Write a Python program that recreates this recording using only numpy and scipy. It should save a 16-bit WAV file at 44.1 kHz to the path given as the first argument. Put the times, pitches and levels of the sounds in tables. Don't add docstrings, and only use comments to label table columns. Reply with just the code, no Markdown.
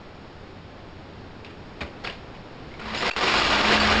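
import sys
import numpy as np
from scipy import signal
from scipy.fft import rfft, irfft
from scipy.io import wavfile
from scipy.ndimage import uniform_filter1d

SR = 44100
rng = np.random.default_rng(int(sys.argv[2]) if len(sys.argv) > 2 else 0)


def gain_from_db(level_db):
    decades = np.asarray(level_db, float) / 20
    return 10 ** decades


def wav_record(signal):
    frames = np.transpose(np.atleast_2d(signal))
    bounded = np.clip(frames, -1, 1)
    quanta = np.round(bounded * 32767).astype(np.int16)
    wavfile.write(sys.argv[1], SR, quanta)


N = 176400
T = np.arange(N) / SR


def level(x, db):
    return x * gain_from_db(db) / np.sqrt(np.mean(x ** 2))


def colour(x, points):
    p = np.array(points, float)
    log_hz = np.log(np.arange(2049) * SR / 4096 + 1)
    log_gain = np.interp(log_hz, np.log(p[:, 0]), p[:, 1]) * np.log(10) / 20
    cepstrum = irfft(log_gain)
    cepstrum[1:2048] *= 2
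    cepstrum[2049:] = 0
    return signal.fftconvolve(x, irfft(np.exp(rfft(cepstrum))))[:N]


def ring(x, modes):
    out = 0
    for hz, db, t60 in modes:
        pole = np.exp(2j * np.pi * hz / SR - np.log(1000) / (t60 * SR))
        out = out + gain_from_db(db) * signal.lfilter([1], [1, -pole], x).imag
    return out


def walk(rate_hz):
    hold = int(SR / rate_hz)
    steps = np.repeat(rng.standard_normal(N // hold + 1), hold)
    return 1.3 * uniform_filter1d(uniform_filter1d(steps, hold), hold)[:N]


def ticks(per_s, spread_db):
    chance, sign, size = rng.random((3, N))
    contact = (chance < per_s / SR) * np.sign(sign - .5)
    return level(contact * gain_from_db(-spread_db * np.log(1.01 - size)), 0)


def fall(start, decay, rise=0.00091):
    age = np.maximum(T - start, 0)
    return (1 - np.exp(-age / rise)) * np.exp(-age / decay)


def strikes(rows):
    x = np.zeros(N)
    for s, db in rows:
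        x[int(s * SR)] += gain_from_db(db)
    return x


# (frequency [Hz], level [dB per Hz])
AIR = [(20, -5.5), (65, -8.5), (96, -6.5), (120, -7), (380, -10.5), (750, -15), (5000, -31), (11000, -47.5)]
# (start [s], end [s])
HUM_SPAN = (0.207, 1.7)


def air():
    hum_hz, hum_db, hum_width_hz = 88.5, -49.5, 5.8
    hiss_db, creep_db_per_s = -41, 1.6
    hum = ring(rng.standard_normal(N), [(hum_hz, 0, 2.6 / hum_width_hz)])
    hum_on = np.clip(np.minimum(T - HUM_SPAN[0], HUM_SPAN[1] - T) / 0.16, .25, 1)
    hiss = level(colour(rng.standard_normal(N), AIR), hiss_db) * gain_from_db(0.51 * walk(3.8))
    return hiss * gain_from_db(creep_db_per_s * np.maximum(T - 1.2, 0)) + hum_on * level(hum, hum_db)


# (time [s], level [dB], decay [s],
# ring [Hz])
HANDLING = [(1.461, -49, 0.035, 2600), (1.503, -47.5, .015, 2700), (1.806, -30.5, 0.0126, 2480),
            (1.812, -34.5, 0.011, 4180), (1.822, -45, 0.017, 2270), (1.86, -48, 0.027, 2390),
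            (2.037, -39.5, 0.032, 4820), (2.043, -29, 0.0081, 1960), (2.06, -35, 0.013, 2940),
            (2.072, -32.5, 0.012, 2880), (2.096, -39, 0.021, 2810), (2.125, -47, 0.027, 3600),
            (2.348, -46, 0.017, 2730), (3.1125, -7, .002, 6500)]
# (time [s], level [dB], decay [s], ring [Hz])
LATCHES = [
    (1.446, -35, .006, 3600),
    (2.7945, -33, .012, 2400),
    (2.8545, -35, .008, 4000),
]
# (frequency [Hz], level [dB])
HAND_BROAD = [(150, -1.5), (500, 1), (1500, -3.5), (4000, -7.5), (7000, -11.5), (10000, -12.5)]
# (time [s], level [dB])
THUMPS = [
    (1.812, -44.5),
    (1.838, -48.5),
    (2.05, -52),
]
# (frequency [Hz], level [dB], t60 [s])
TABLE = [(66, -12, 0.076), (82.6, -16, 0.33), (221, -9.5, 0.22), (322.6, -9.5, 0.26), (384.5, -18.5, 0.15),
         (482, -7, 0.091), (566, -8.5, 0.26)]
# (time [s], level [dB], frequency [Hz], decay [s])
TABLE_BOUNCE = (1.8242, -23.5, 74, .025)


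def handling():
    ring_db, ring_width = -0.5, 0.39
    touch = ticks(8000, 2.5)
    broad = level(colour(touch, HAND_BROAD), 0)
    out = 0
    for s, db, decay, hz in HANDLING + LATCHES:
        tin = level(ring(touch, [(hz, 0, 2.6 / (ring_width * hz))]), ring_db)
        out = out + gain_from_db(db) * fall(s, decay, rise=.0012) * (tin + broad)
    push = uniform_filter1d(strikes(THUMPS), size=40) * 10
    s, db, hz, decay = TABLE_BOUNCE
    bounce = gain_from_db(db) * fall(s, decay, rise=.015) * np.sin(2 * np.pi * hz * (T - s))
    return out + ring(push, TABLE) + bounce


# (time [s], peak [dB], ring [Hz])
TAPS = [(1.4465, -36, 2520), (1.452, -37, 3000), (1.459, -47, 1780), (1.4664, -41, 3000),
        (1.5053, -44, 3000), (1.5193, -46, 1800), (1.8014, -48, 714), (1.8115, -28, 600),
        (1.8125, -28.5, 2360), (1.8222, -37, 1200), (1.8249, -31, 2400), (1.8277, -44, 850),
        (1.8317, -41, 1215), (1.8394, -46, 1005), (1.8498, -39, 1430), (1.8619, -40, 2400),
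        (2.0484, -45, 1400), (2.0513, -40, 690), (2.0514, -24.5, 3320), (2.0554, -42, 1700),
        (2.0609, -26, 2830), (2.0642, -42, 850), (2.0719, -35, 4780), (2.0734, -22, 2480),
        (2.0761, -40, 1210), (2.0839, -36, 1690), (2.0879, -40, 597), (2.0899, -41, 3390),
        (2.0919, -34, 1730), (2.0983, -26, 2850), (2.1048, -44, 1020), (2.1063, -35.5, 2020),
        (2.3495, -43, 2520), (2.3729, -43, 1760), (2.7165, -37, 2120), (2.7399, -33, 2220),
        (2.7524, -43, 2120), (2.8148, -31.5, 1400), (2.858, -35, 1200), (2.8753, -30.5, 976),
        (2.8847, -29, 980), (2.9022, -29, 1980), (2.9109, -41, 825), (2.9182, -36, 2800),
        (2.9252, -37, 1980), (2.9764, -26, 2870), (3.0238, -19, 1964), (3.03, -24, 1190),
        (3.0303, -25, 2850), (3.0437, -29, 2330), (3.0527, -26, 1010), (3.0572, -26, 2370),
        (3.0619, -25, 1180), (3.0672, -20, 1930), (3.0777, -27, 1980), (3.079, -23.5, 702),
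        (3.0921, -22, 2000)]
# (time [s], peak [dB], ring [Hz])
CLANKS = [(3.2348, -20, 990), (3.2395, -25.5, 830), (3.2768, -15, 2770), (3.2857, -15, 2380),
          (3.2981, -21.5, 1430), (3.3192, -16, 4660), (3.3227, -16, 2400), (3.3291, -25, 1670),
          (3.3391, -15, 2370), (3.3401, -20, 970), (3.3448, -30, 820), (3.3546, -18, 2840),
          (3.357, -16.5, 1380), (3.4186, -13.5, 1230), (3.4219, -14, 2800), (3.4508, -12, 2770),
          (3.4653, -19, 3330), (3.4753, -18, 1660), (3.5119, -20, 1165), (3.5276, -16, 2890),
          (3.5341, -14.5, 2830), (3.5375, -27, 687), (3.5461, -16, 3260), (3.552, -21, 1420),
          (3.5631, -24, 1650), (3.5633, -23, 830), (3.572, -18.5, 1980), (3.5737, -33, 850),
          (3.6098, -24, 1400), (3.6438, -17, 2000), (3.6475, -31, 830), (3.6508, -15, 2366),
          (3.6767, -24, 1400), (3.7112, -16, 1680), (3.7281, -13, 1980), (3.739, -22, 1400),
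          (3.7441, -20, 2380), (3.7543, -21, 1190), (3.7636, -14, 2750), (3.7765, -14, 1670),
          (3.8009, -21, 4500), (3.8116, -17, 1185), (3.8396, -24, 1210), (3.8478, -17.5, 1680),
          (3.8543, -20, 2350), (3.8748, -21, 3320), (3.8897, -22, 1660), (3.9037, -20, 2313),
          (3.9074, -23, 1200), (3.9346, -16, 1990), (3.9368, -21, 837), (3.9549, -20, 1645),
          (3.9551, -18, 1680), (3.9853, -22, 1370), (3.9874, -19, 2830)]


def clanks(rows):
    gain_db, decay_cycles, rise_s, edge_db, edge_decay_s = 4, 5.4, .0003, 0, 0.0017
    length = 1024
    out, age = np.zeros(N + length), T[:length]
    grit = uniform_filter1d(rng.standard_normal((len(rows), length)), size=5)
    for (s, db, hz), rough in zip(rows, grit):
        body = np.sin(2 * np.pi * hz * age) * np.exp(-age * hz / decay_cycles)
        edge = gain_from_db(edge_db) * rough * np.exp(-age / edge_decay_s)
        start = int(s * SR)
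        out[start:start + length] += gain_from_db(db + gain_db) * (1 - np.exp(-age / rise_s)) * (body + edge)
    return out[:N]


def pings(push):
    per_s, first_db, width = 160, -12, .13
    out = 0
    for k, hz in enumerate(950 * 1.27 ** np.arange(8)):
        part = ring(ticks(per_s, 3.3), [(hz, 0, 0.62 / (width * hz))])
        out = out + level(part, first_db - 1.1 * k) * push
    return out


# (time [s], clatter [dB], table drone [dB], treble [dB])
RUN = [(2.79, -60, -55, -4), (2.798, -44, -56, -9), (2.85, -39, -40, -2), (2.93, -33, -46, -2.5),
       (2.98, -31, -53, 3), (3.015, -30, -48, 3), (3.09, -21.5, -56, 0.5), (3.165, -28, -44, 1.5),
       (3.23, -21, -54, 2.5), (3.4, -21, -41, 3), (3.62, -19.5, -37, 1.5), (3.7, -19.5, -31, 1.5),
       (3.8, -20, -30.5, 2), (3.9, -18, -30.5, 1), (3.95, -20, -28, 1), (4.0, -19.5, -24.5, 1)]
# (frequency [Hz], level [dB])
CLATTER = [(60, -17.5), (160, -15.5), (250, -5.5), (465, -5.5), (1200, -4.5), (2500, -6), (5200, -14),
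           (11000, -28.5)]
# (frequency [Hz], level [dB], t60 [s])
SHELL = [(790, -6, .12), (940, -3, .12), (1240, 0, .12), (1558, -3, .1), (1968, -5, .08), (2496, -4, .09),
         (2860, -7, .06)]
# (time [s], peak [dB])
JOINTS = [
    (2.943, -16),
    (3.02, -20),
    (3.1095, -2.5),
    (3.134, -1.5),
    (3.273, -12.5),
    (3.334, -8),
    (3.521, -6),
    (3.719, -5),
]
# (time [s], level [dB])
KNOCKS = [
    (3.03, -39),
    (3.235, -33.5),
    (3.7, -33.5),
]
# (frequency [Hz], level [dB], t60 [s])
BOX = [(380, -7, 0.26), (468, -12, 0.424), (950, -17, 0.13)]
# (frequency [Hz], level [dB], t60 [s])
DRONE = [(61, 1, .6), (81, 0, .4)]


def trains():
    tooth_hz, tooth_depth = 241, 0.14
    joint_db, joint_decay_s, shell_db = -12.5, 0.015, -15
    board_hz, board_db, board_wobble_db = 216, 4.5, 2.5
    run_s, clatter_db, drone_db, treble_db = np.array(RUN).T

    speed = np.clip((T - 2.75) / .6, .2, 1)
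    tooth_rate = tooth_hz * speed * (1 + 0.0377 * walk(10))
    teeth = 1 + tooth_depth * np.sin(2 * np.pi * np.cumsum(tooth_rate) / SR)
    drive = ticks(3500, 2.6) * teeth * gain_from_db(1.65 * walk(60))
    push = gain_from_db(np.interp(T, run_s, clatter_db, left=-90))
    for s, db in JOINTS:
        push = push + gain_from_db(db + joint_db) * fall(s, joint_decay_s, rise=0.0035)

    shaken = drive * push
    rails = colour(shaken, CLATTER) / np.std(colour(drive, CLATTER))
    shells = ring(shaken, SHELL) / np.std(ring(drive, SHELL))
    clatter = rails + gain_from_db(shell_db) * shells + pings(push)
    treble = signal.sosfilt(signal.butter(2, 2500, 'high', fs=SR, output='sos'), clatter)
    clatter = clatter + (gain_from_db(np.interp(T, run_s, treble_db)) - 1) * treble
    clatter = clatter + ring(uniform_filter1d(strikes(KNOCKS), size=30) * 10, BOX)

    board_phase = 2 * np.pi * np.cumsum(board_hz * (1 + 0.015 * walk(12))) / SR
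    board = gain_from_db(board_db + board_wobble_db * walk(24.67)) * np.sin(board_phase)
    rumble = level(np.gradient(ring(rng.standard_normal(N), DRONE)), 0)
    return clatter + (rumble + board) * gain_from_db(np.interp(T, run_s, drone_db, left=-90))


# (time [s], level [dB], frequency [Hz], decay [s])
CHIRPS = [
    (2.943, -37, 4000, .01),
    (2.958, -35, 4750, .012),
    (2.976, -32, 5050, .03),
    (3.375, -28, 5060, .025),
]
# (time [s], level [dB])
STROKES = [
    (3.1005, -12),
    (3.8, -19),
]
# (frequency [Hz], level [dB], t60 [s])
BELL = [(2725, 0, .8), (4550, -8, .6), (7460, -13, .4), (9480, -14, .15)]
# (frequency [Hz], level [dB], t60 [s])
SECOND_BELL = [(2860, -2, .12), (4550, -2, .2), (7460, -7, .15)]


def bell():
    mute_s, mute_decay_s = 3.14, .008
    chirp_upper, chirp_upper_db, chirp_width_hz = 1.41, -3, 130
    rub = rng.standard_normal(N)
    muted = np.exp(-np.maximum(T - mute_s, 0) / mute_decay_s) * gain_from_db(2 * walk(230))
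    out = muted * ring(strikes(STROKES[:1]), BELL) + ring(strikes(STROKES[1:]), SECOND_BELL)
    t60 = 2.2 / chirp_width_hz
    for s, db, hz, decay in CHIRPS:
        pair = ring(rub, [(hz, 0, t60), (chirp_upper * hz, chirp_upper_db, t60)])
        out = out + fall(s, decay, rise=.003) * level(pair, db + 3)
    return out


def bell_glide():
    peak_s, peak_db, half_s = 3.1133, -2.5, .0025
    hz, rise_hz_per_s = 2520, 40000
    age = T - peak_s
    swell = gain_from_db(peak_db) * np.exp(-.5 * (age / half_s) ** 2)
    return swell * np.sin(2 * np.pi * (hz * age + rise_hz_per_s * age ** 2 / 2))


def scene():
    room_t60_s, room_db = 0.32, -10
    near = handling() + clanks(TAPS + CLANKS) + trains()
    age = T[:SR // 2]
    tail = rng.standard_normal(len(age)) * np.exp(-np.log(1000) * age / room_t60_s) * (age > .004)
    wet = signal.fftconvolve(near, tail / np.sqrt(np.sum(tail ** 2)))[:N]
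    return (near + gain_from_db(room_db) * wet + bell() + bell_glide() + air())[None]


def low_pass(x):
    return signal.sosfilt(signal.butter(12, 11020, fs=SR, output="sos"), x)


# (start [s], end [s], depth [dB])
DIVES = [
    (3.0985, 3.1635, -19),
    (3.0985, 3.111, -7),
    (3.116, 3.133, -6),
    (3.139, 3.157, -5),
    (3.192, 3.208, -6),
]
# (frequency [Hz], level [dB])
MIC = [(4500, -1.5), (5600, -3), (6800, -6), (8000, -16), (9500, -24.5), (10500, -37), (11000, -60),
       (11600, -91)]


def record(dry):
    dive_in_s, dive_out_s, dive_offset, limit = .001, .001, -.007, .34
    notch_hz, notch_width_hz, notch_share = 6050, 750, .93
    gain_db = 0
    for start, end, db in DIVES:
        edges = np.minimum((T - start) / dive_in_s, (end - T) / dive_out_s)
        gain_db = gain_db + db * np.clip(edges, 0, 1)
    x = dry[0] * gain_from_db(gain_db) + dive_offset * uniform_filter1d(1. 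* (gain_db < -12), size=300)
    x = x * np.clip((T[-1] - T) / .001, 0, 1)
    x = colour(limit * np.tanh(x / limit), MIC)
    notched = signal.lfilter(*signal.iirnotch(notch_hz, notch_hz / notch_width_hz, fs=SR), x)
    mix = (x + notch_share * (notched - x))[None]
    return low_pass(mix)


dry = scene()
out = record(dry)
wav_record(out)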